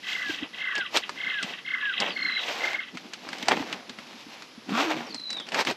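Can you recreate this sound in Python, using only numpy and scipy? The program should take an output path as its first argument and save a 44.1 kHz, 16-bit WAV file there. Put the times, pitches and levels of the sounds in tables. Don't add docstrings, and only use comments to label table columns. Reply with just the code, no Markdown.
import sys
import numpy as np
from scipy import signal
from scipy.fft import rfft, irfft
from scipy.io import wavfile
from scipy.ndimage import uniform_filter1d

SR = 44100
rng = np.random.default_rng(int(sys.argv[2]) if len(sys.argv) > 2 else 0)


def unload_wav(signal):
    wavfile.write(
        sys.argv[1],
        SR,
        np.round(np.clip(np.atleast_2d(signal).T, -1, 1) * 32767).astype(np.int16),
    )


N = 254016
T = np.arange(N) / SR


def undb(db):
    return 10 ** (np.asarray(db) / 20)


def unit(x):
    return x / np.sqrt(np.mean(x ** 2))


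def colour(x, shape):
    hz, db = np.transpose(shape)
    log_hz = np.log(np.arange(len(x) // 2 + 1) * SR / len(x) + 1)
    gain = undb(np.interp(log_hz, np.log(hz), db, left=-90, right=-90))
    return irfft(rfft(x) * gain, len(x))


def band(x, lo_hz, hi_hz):
    return signal.sosfilt(signal.butter(3, [lo_hz, hi_hz], "bandpass", fs=SR, output="sos"), x)


def ring(x, hz, width_hz):
    return signal.lfilter(*signal.iirpeak(hz, hz / width_hz, fs=SR), x)


def walk(rate):
    hold = int(SR / rate)
    steps = np.repeat(rng.standard_normal(N // hold + 1), hold)
    return 1.3 * uniform_filter1d(uniform_filter1d(steps, hold), hold)[:N]


def add(out, s, x):
    i = max(int(s * SR), 0)
    out[i:i + len(x)] += x[:N - i]


# pitch_hz, level_db (per Hz)
RIVER_SPECTRUM = [(18, -63), (30, -34), (71, -6), (216, 5), (794, -5), (1170, -1), (2920, -5), (5170, -3.5),
                  (7830, -22), (9640, -26), (11000, -14), (13200, -46), (15000, -50)]
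RIVER_DB = -51.5


def river():
    hiss = unit(colour(rng.standard_normal(N), RIVER_SPECTRUM))
    return hiss * undb(RIVER_DB + 1.0 * walk(1.9))


def tone(rows, waver, flutter_db):
    s, hz, db = np.transpose(rows)
    phase = 2 * np.pi * np.cumsum(np.interp(T, s, hz) * (1 + waver * walk(150))) / SR
    edge = np.interp(T, [s[0] - .006, s[0], s[-1], s[-1] + 0.0046], [0, 1, 1, 0])
    level = undb(np.interp(T, s, db) + flutter_db * walk(120))
    return np.sqrt(2) * edge * level * np.sin(phase)


# time_ms (from the start of its level part), pitch_hz, level_db
PULSED_SHAPE = [(-128, 5950, -20), (-116, 5750, -17), (-96, 4850, -11), (-55, 4280, -9), (0, 4150, -7),
                (70, 4060, -3), (170, 3900, 0), (198, 3740, 0), (216, 3540, -3), (236, 3200, -8),
                (258, 3070, -19)]
# start_s (of the level part), level_db, pitch_share (of the shape)
PULSED_CALLS = [(2.193, -31.5, 1.02), (5.183, -31.5, .99)]
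PULSE_HZ = 53.64


def pulsed_whistles():
    out = np.zeros(N)
    ms, hz, shape_db = np.transpose(PULSED_SHAPE)
    for at, db, share in PULSED_CALLS:
        rows = np.transpose([at + ms / 1000, hz * share, db + shape_db])
        beat = (.5 + .5 * np.cos(2 * np.pi * PULSE_HZ * (T - at))) ** 2.2
        out += beat * tone(rows, .01, 1.8)
    return out


# time_ms (from its bend), pitch_hz, level_db
WHISTLE_SHAPE = [(-38, 1920, -20), (-8, 1760, -14), (0, 1710, -4), (45, 1660, -2), (78, 1570, 0),
                 (100, 1420, -8), (115, 1330, -22), (126, 1200, -10), (145, 1140, -26)]
# bend_s, level_db, pace (share of the shape's duration), stop_ms (on the shape's clock)
WHISTLES = [(.243, -32, 0.86, 78), (.74, -28, 0.91, 145), (1.338, -30.5, 0.77, 130),
            (1.832, -26.5, .88, 142)]


def falling_whistles():
    out = np.zeros(N)
    ms, hz, shape_db = np.transpose(WHISTLE_SHAPE)
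    for bend_s, db, pace, stop_ms in WHISTLES:
        at = np.minimum(ms, stop_ms)
        cut_hz, cut_db = np.interp(at, ms, hz), np.interp(at, ms, shape_db)
        rows = np.transpose([bend_s + pace * at / 1000, cut_hz, db + cut_db])
        out += tone(rows, 0.0061, 0.64)
    return out


def notes_of(runs, top_hz, below_db, slope):
    rows = []
    for first, last, notes, slowing, first_db, loudest_db, last_db, loudest_at, sag in runs:
        u = np.linspace(0, 1, int(round(notes)))
        db = np.interp(u, [0, np.clip(loudest_at, .1, .9), 1], [first_db, loudest_db, last_db])
        s = first + (last - first) * (u + slowing * (u * u - u))
        rows += zip(s, db, top_hz * (1 - sag * u ** 4.), below_db - slope * (db + 22.5))
    return rows


def trill(notes, arch, lead_ms, overtone_leads):
    ms, share, first_db, second_db = np.transpose(arch)
    out, t = np.zeros(N), np.arange(ms[0], ms[-1], 1000 / SR)
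    for (s, db, hz, below_db), vary in zip(notes, rng.standard_normal((len(notes), 4))):
        bent = t * (1 + 0.0825 * vary[0])
        note_hz = hz * (1 + 0.0167 * vary[2]) * np.interp(bent, ms, share)
        phase = 2 * np.pi * np.cumsum(note_hz) / SR + vary[1]
        first_gain = undb(np.interp(bent, ms, first_db) + below_db * overtone_leads)
        second_gain = undb(np.interp(bent, ms, second_db) + below_db * (not overtone_leads))
        note = first_gain * np.sin(phase) + second_gain * np.sin(2 * phase)
        add(out, s + (lead_ms + ms[0]) / 1000, undb(db - 7.0 + 1.5 * vary[3]) * note)
    return out


# time_ms (from its top), pitch_share (of the top), fundamental_db, overtone_db
LOW_ARCH = [(-14, .66, -40, -40), (-10, .76, -11, -16), (-5, .96, -5, -26), (0, 1., 0, -26),
            (4.5, .97, -3, -19), (7.5, .8, -4, -3), (11, .66, -8, -2), (16, .55, -15, -14),
            (21, .52, -40, -40)]
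HIGH_ARCH = [(-13, .62, -40, -40), (-9, .68, -15, -8), (-5, .92, -7, -14), (0, 1., 0, -19),
             (3.5, .94, -3, -11), (5.2, .8, -8, 0), (8, .65, -10, -2), (12, .56, -14, -12),
             (17, .52, -40, -40)]
# first_note_s, last_note_s, notes, slowing (0-1),
# first_db, loudest_db, last_db (all before the trill's 7 dB cut), loudest_at (share of run), sag (end pitch, 0-1)
LOW_RUNS = [(.056, .216, 6, .08, -29.5, -19, -21, .8, 0.05),
            (.589, .708, 5, 0.35, -29, -16.5, -19, 0.87, 0.1),
            (1.173, 1.304, 5, 0.2, -29, -18, -19.5, 0.79, 0.03),
            (1.649, 1.811, 6, 0.28, -30, -16.5, -25, .6, 0.15),
            (2.161, 2.362, 7, .26, -23, -17.5, -21.5, 0.43, .01),
            (2.604, 2.671, 3, 0.07, -25, -19, -22, .5, 0), (2.704, 2.788, 3, 0.2, -21, -20, -21, .5, 0)]
HIGH_RUNS = [(.042, 0.13, 3, 0.093, -29.5, -22.5, -20.5, .5, 0.0018),
             (.187, 0.43, 7, 0.11, -37, -22.5, -23.5, .5, 0.0025),
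             (.544, 0.66, 4, .02, -27, -25, -30, .33, 0.014),
             (.713, 0.86, 4, 0.047, -24.5, -17.5, -24.5, .33, 0.011),
             (1.035, 1.035, 1, 0, -23, -24, -24, .5, 0), (1.172, 1.43, 7, .05, -37, -22, -21.5, .5, 0),
             (1.493, 1.587, 3, .18, -26, -24, -27.5, .5, 0.018),
             (1.812, 2.105, 8, 0.014, -24.5, -15.5, -19, .7, 0.0077),
             (2.311, 2.481, 5, 0.13, -27, -20, -20, .5, 0.0026),
             (2.799, 2.883, 3, 0.42, -35, -28, -33, .5, 0.0012)]


def trills():
    low_notes = notes_of(LOW_RUNS, top_hz=2131, below_db=-4, slope=1.1)
    high_notes = notes_of(HIGH_RUNS, top_hz=2041, below_db=-5, slope=.4)
    low = trill(low_notes, LOW_ARCH, lead_ms=5.6, overtone_leads=False)
    return low + trill(high_notes, HIGH_ARCH, lead_ms=-4., overtone_leads=True)


# delay_ms, level_db
GROUND = (1.87, -3)
# delay_ms, level_db
ECHOES = [(4.6, -6), (10.5, -10), (13.5, -16), (17, -14), (21, -19.5), (26, -17.5)]
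TREES_T60_S, TREES_DB = .22, -2.5


def birds():
    calls, whistles, pulsed = trills(), falling_whistles(), pulsed_whistles()
    path = np.zeros(int(.4 * SR))
    path[0] = 1
    for ms, db in [GROUND] + ECHOES:
        path[int(ms * SR / 1000)] = undb(db)
    tail = rng.standard_normal(len(path)) * 1000 ** (-T[:len(path)] / TREES_T60_S)
    tail *= undb(TREES_DB) / np.sqrt(np.sum(tail ** 2))
    wet = signal.fftconvolve(calls + 0.42 * whistles + 1.1 * pulsed, tail)[:N]
    return signal.fftconvolve(calls, path)[:N] + whistles + pulsed + wet


# start_s, teeth_hz (teeth a second), hum_db, scrape_db (of the slider)
ZIP = [(4.67, 204, -57, -66), (4.701, 204, -33.5, -42), (4.735, 212, -33, -30.5), (4.8, 275, -35, -28.5),
       (4.85, 360, -37, -38), (4.885, 310, -31.5, -39), (4.941, 310, -41, -52), (4.985, 240, -33.5, -47),
       (5.03, 230, -39, -44), (5.06, 260, -49, -65)]
# pitch_hz, width_hz, level_db
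ZIP_BODY = [(800, 180, -6), (1230, 620, 2.5), (2300, 750, -5), (3140, 420, -11)]


def zip_pull():
    s, rate, hum_db, scrape_db = np.transpose(ZIP)
    teeth = np.cumsum(np.interp(T, s, rate) * (1 + .03 * walk(100))) / SR
    pulses = np.diff(np.floor(teeth), prepend=0) * undb(3.0 * rng.standard_normal(N))
    scrape = np.zeros(N)
    for hz, width_hz, db in ZIP_BODY:
        scrape += undb(db) * unit(ring(ring(pulses, hz, width_hz), hz, width_hz))
    hum = np.sqrt(2) * undb(4.0 * walk(45)) * np.sin(2 * np.pi * teeth)
    hum_gain = undb(np.interp(T, s, hum_db, left=-120, right=-120))
    scrape_gain = undb(np.interp(T, s, scrape_db, left=-120, right=-120))
    return hum * hum_gain + unit(scrape) * scrape_gain


# start_s, level_db (peak of the body), pitch_hz, treble_db (before a 10.5 dB lift)
KNOCKS = [(0.754, -23.5, 1600, -10), (.78, -20.5, 1650, -11.5), (0.955, -16, 2470, -34),
          (.971, -12, 2870, -12.5), (1.093, -19.5, 1120, -17), (1.428, -24, 1390, -8.5),
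          (2.002, -17, 3330, -8), (2.085, -24, 1880, -23), (2.487, -22, 730, -18), (2.732, -19, 2150, -31),
          (2.972, -23.5, 2540, -38), (3.135, -22.5, 2950, -12.5), (3.289, -22, 1200, -15),
          (3.33, -21, 1740, -17.5), (3.384, -31.5, 760, -8), (3.427, -23, 2070, -27),
          (3.458, -29, 2770, -13), (3.484, -8, 750, -12), (3.517, -11.5, 2240, -27), (3.534, -32, 730, -21),
          (3.569, -25, 2920, -20), (3.727, -17.5, 2670, -29), (3.895, -27, 3340, -15),
          (3.987, -28.5, 1280, -16), (4.422, -31.5, 1260, -12), (4.693, -25, 780, -20),
          (5.066, -37, 688, -16), (5.145, -36.5, 4400, 5), (5.198, -36, 4050, -11),
          (5.304, -23.5, 4400, -10.5), (5.329, -25, 3950, -13.5), (5.37, -30.5, 900, -13),
          (5.399, -31, 1500, -11.5), (5.468, -34.5, 1513, -12), (5.488, -24, 2980, -19),
          (5.52, -22, 2290, -20), (5.545, -15, 2100, -14), (5.591, -14.5, 905, -14),
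          (5.608, -21.5, 730, -6), (5.65, -23, 818, -10), (5.671, -14, 2350, -21), (5.711, -20.5, 820, -17)]
# pitch_hz, level_db (per Hz)
TICK = [(2500, -5), (4500, 17.5), (6500, 5.5), (8500, 2), (10500, -20), (15000, -34)]
KNOCK_T60_S, KNOCK_BUILD_MS = 0.066, 0.34


def knocks():
    out, lead = np.zeros(N), .03
    t = T[:8192] - lead
    rattle = 1000 ** (-t / KNOCK_T60_S)
    build = np.exp(np.minimum(t, 0) * 1000 / KNOCK_BUILD_MS)
    fade = np.where(t < 0, build, rattle + 1.3 * rattle ** 6)
    dull = signal.butter(2, 5000, fs=SR, output="sos")
    for s, db, hz, treble_db in KNOCKS:
        a, b = rng.standard_normal((2, len(t)))
        struck = ring(a * fade, hz, .5 * hz) + .5 * ring(a * fade, 0.52 * hz, 0.12 * hz)
        body = signal.sosfilt(dull, struck + 0.64 * ring(b * fade, 1890, 1130))
        tick = colour(b, TICK) * fade
        treble = undb(treble_db + 10.5) * tick / np.abs(tick).max()
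        add(out, s - lead, undb(db) * (body / np.abs(body).max() + treble))
    return out


# start_s, level_db (before the push envelope, which peaks below 1), pitch_hz
BUMPS = [(0.295, -22, 314), (0.424, -20, 279), (0.78, -31, 339), (0.962, -27, 276), (1.092, -35.5, 390),
         (1.271, -35.5, 203), (1.441, -25.5, 206), (2.049, -52, 225), (2.089, -33.5, 358),
         (2.948, -28.5, 263), (3.264, -33.5, 280), (3.429, -27, 242), (3.525, -21.5, 375),
         (3.603, -18.5, 284), (3.897, -35, 226), (3.986, -34.5, 231), (4.264, -34, 276), (4.43, -42, 304),
         (4.576, -31.5, 233), (5.148, -33.5, 265), (5.197, -38.5, 281), (5.309, -39, 230),
         (5.597, -25.5, 283), (5.717, -26.5, 376)]


def bumps():
    out, t = np.zeros(N), T[:4096]
    push = (t / 0.0066) * np.exp(1 - t / 0.0038)
    for s, db, hz in BUMPS:
        thud = np.sin(2 * np.pi * hz * t) + 0.18 * np.sin(.6 * np.pi * hz * t)
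        add(out, s, undb(db) * push * thud)
    return out


def grains(rate, spread_db, hiss):
    size_db = spread_db * np.minimum(rng.exponential(size=N), 3.)
    clicks = (rng.random(N) < rate / SR) * undb(size_db) * rng.standard_normal(N)
    return unit(clicks) + hiss * rng.standard_normal(N)


# pitch_hz, level_db (per Hz)
CRISP = [(700, -12), (1500, -12.5), (2500, 1), (4000, -2.5), (6000, -9.5), (8000, -19.5), (9500, -36),
         (12500, -22.5), (15000, -40)]
CLOTH = [(250, -9.5), (450, 1.5), (800, 4), (1300, -2.5), (2200, -2.5), (4000, -16)]
THUMP = [(25, -34), (60, -43), (100, -19.5), (160, -0.5), (230, 5), (330, 2.5), (480, -9.5)]
# full_from_s, full_until_s, rise_ms (per 20 dB), fall_ms (per 20 dB),
# crisp_db, cloth_db, thump_db
MOVES = [(0.108, 0.123, 110, 248, -52.5, -54.5, -68), (0.287, 0.305, 139, 156, -51, -48, -51),
         (0.43, 0.46, 58, 43, -76, -49, -46.5), (0.602, 0.607, 104, 88, -61.5, -49.5, -59),
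         (0.778, 0.794, 33, 35, -59, -43, -49.5), (0.969, 0.97, 38, 35, -38.5, -28, -43),
         (1.093, 1.314, 148, 83, -63.5, -53, -57), (1.426, 1.511, 80, 96, -58.5, -47.5, -52),
         (2.014, 2.093, 45, 62, -59, -38, -41), (2.174, 2.3, 100, 157, -65.5, -58, -50),
         (2.432, 2.504, 96, 102, -54, -44.5, -58), (2.503, 2.707, 60, 104, -51.5, -37.5, -53.5),
         (2.95, 2.955, 37, 24, -62.5, -51, -41.5), (3.046, 3.06, 104, 90, -68, -56.5, -49),
         (3.327, 3.475, 289, 100, -58.5, -46, -47), (3.428, 3.429, 9, 12, -44.5, -47, -60),
         (3.517, 3.531, 55, 31, -47.5, -25.5, -38), (3.564, 3.6, 60, 270, -54, -38.5, -38.5),
         (3.713, 3.736, 33, 160, -60.5, -43, -49), (3.906, 3.895, 30, 67, -60.5, -48.5, -44),
         (3.992, 4.03, 37, 90, -65.5, -54, -55), (4.083, 4.397, 64, 195, -65, -55.5, -58),
         (4.699, 4.692, 29, 93, -58, -53, -28.5), (4.789, 4.851, 97, 60, -46.5, -33, -44),
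         (4.912, 4.917, 86, 62, -48, -29, -58), (4.967, 4.98, 45, 118, -53.5, -36, -36.5),
         (5.094, 5.115, 28, 33, -65, -62, -48), (5.145, 5.156, 44, 30, -68, -48.5, -52),
         (5.308, 5.415, 40, 37, -71, -51, -54.5), (5.486, 5.485, 47, 24, -61, -46, -48),
         (5.529, 5.572, 29, 100, -56, -38, -44.5), (5.6, 5.613, 70, 29, -45, -30, -41.5),
         (5.67, 5.707, 18, 39, -48, -34, -37.5)]
# crisp_db, cloth_db, thump_db
FIDGET_DB = (-72, -65, -64)


def handling():
    power = undb(FIDGET_DB)[:, None] ** 2 * np.ones(N)
    for start, stop, rise_ms, fall_ms, *db in MOVES:
        at = slice(max(int((start - rise_ms / 400) * SR), 0), int((stop + fall_ms / 400) * SR))
        outside = np.maximum((start - T[at]) / rise_ms, (T[at] - stop) / fall_ms)
        down_db = -20000 * np.maximum(outside, 0)
        power[:, at] += undb(np.array(db)[:, None] + down_db) ** 2
    crisp_gain, cloth_gain, thump_gain = np.sqrt(power)
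    flutter = walk(30)
    crisp = colour(grains(2500, 1.06, 1.0), CRISP)
    cloth = colour(grains(900, 3.5, 0.89), CLOTH)
    thump = unit(colour(rng.standard_normal(N), THUMP))
    crisp = crisp / np.std(band(crisp, 6185, 9600)) * crisp_gain * undb(1.5 * flutter)
    cloth = cloth / np.std(band(cloth, 370, 920)) * cloth_gain * undb(1.6 * flutter)
    return crisp + cloth + thump * thump_gain * undb(3.5 * walk(24))


RUMBLE_DB = -87


def scene():
    mid = river() + birds() + zip_pull() + knocks() + bumps() + handling()
    smeared = signal.fftconvolve(mid, unit(rng.standard_normal(900)) / 30)[:N]
    top = -.15 * band(mid, 11000, 15000) + .4 * band(smeared, 11000, 15000)
    rumble = undb(RUMBLE_DB) * unit(band(rng.standard_normal(N), 18, 60))
    side = top + 0.027 * band(smeared, 5330, 7100) + undb(-59.5) * band(smeared, 60, 1900) + rumble
    return np.array([mid + side, mid - side])


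PORT_NOTCH_HZ, PORT_WIDTH_HZ = 9790, 450
MIC_LOW_HZ, MIC_ROLL_HZ, TOP_HZ = 109, 13900, 15200


def record(dry):
    x = signal.lfilter(*signal.iirnotch(PORT_NOTCH_HZ, PORT_NOTCH_HZ / PORT_WIDTH_HZ, fs=SR), dry)
    x = signal.sosfilt(signal.butter(10, MIC_ROLL_HZ, fs=SR, output="sos"), x)
    x = signal.sosfilt(signal.butter(2, MIC_LOW_HZ, "highpass", fs=SR, output="sos"), x)
    return signal.sosfilt(signal.ellip(10, .2, 80, TOP_HZ, fs=SR, output="sos"), x)


dry = scene()
out = record(dry)
unload_wav(out)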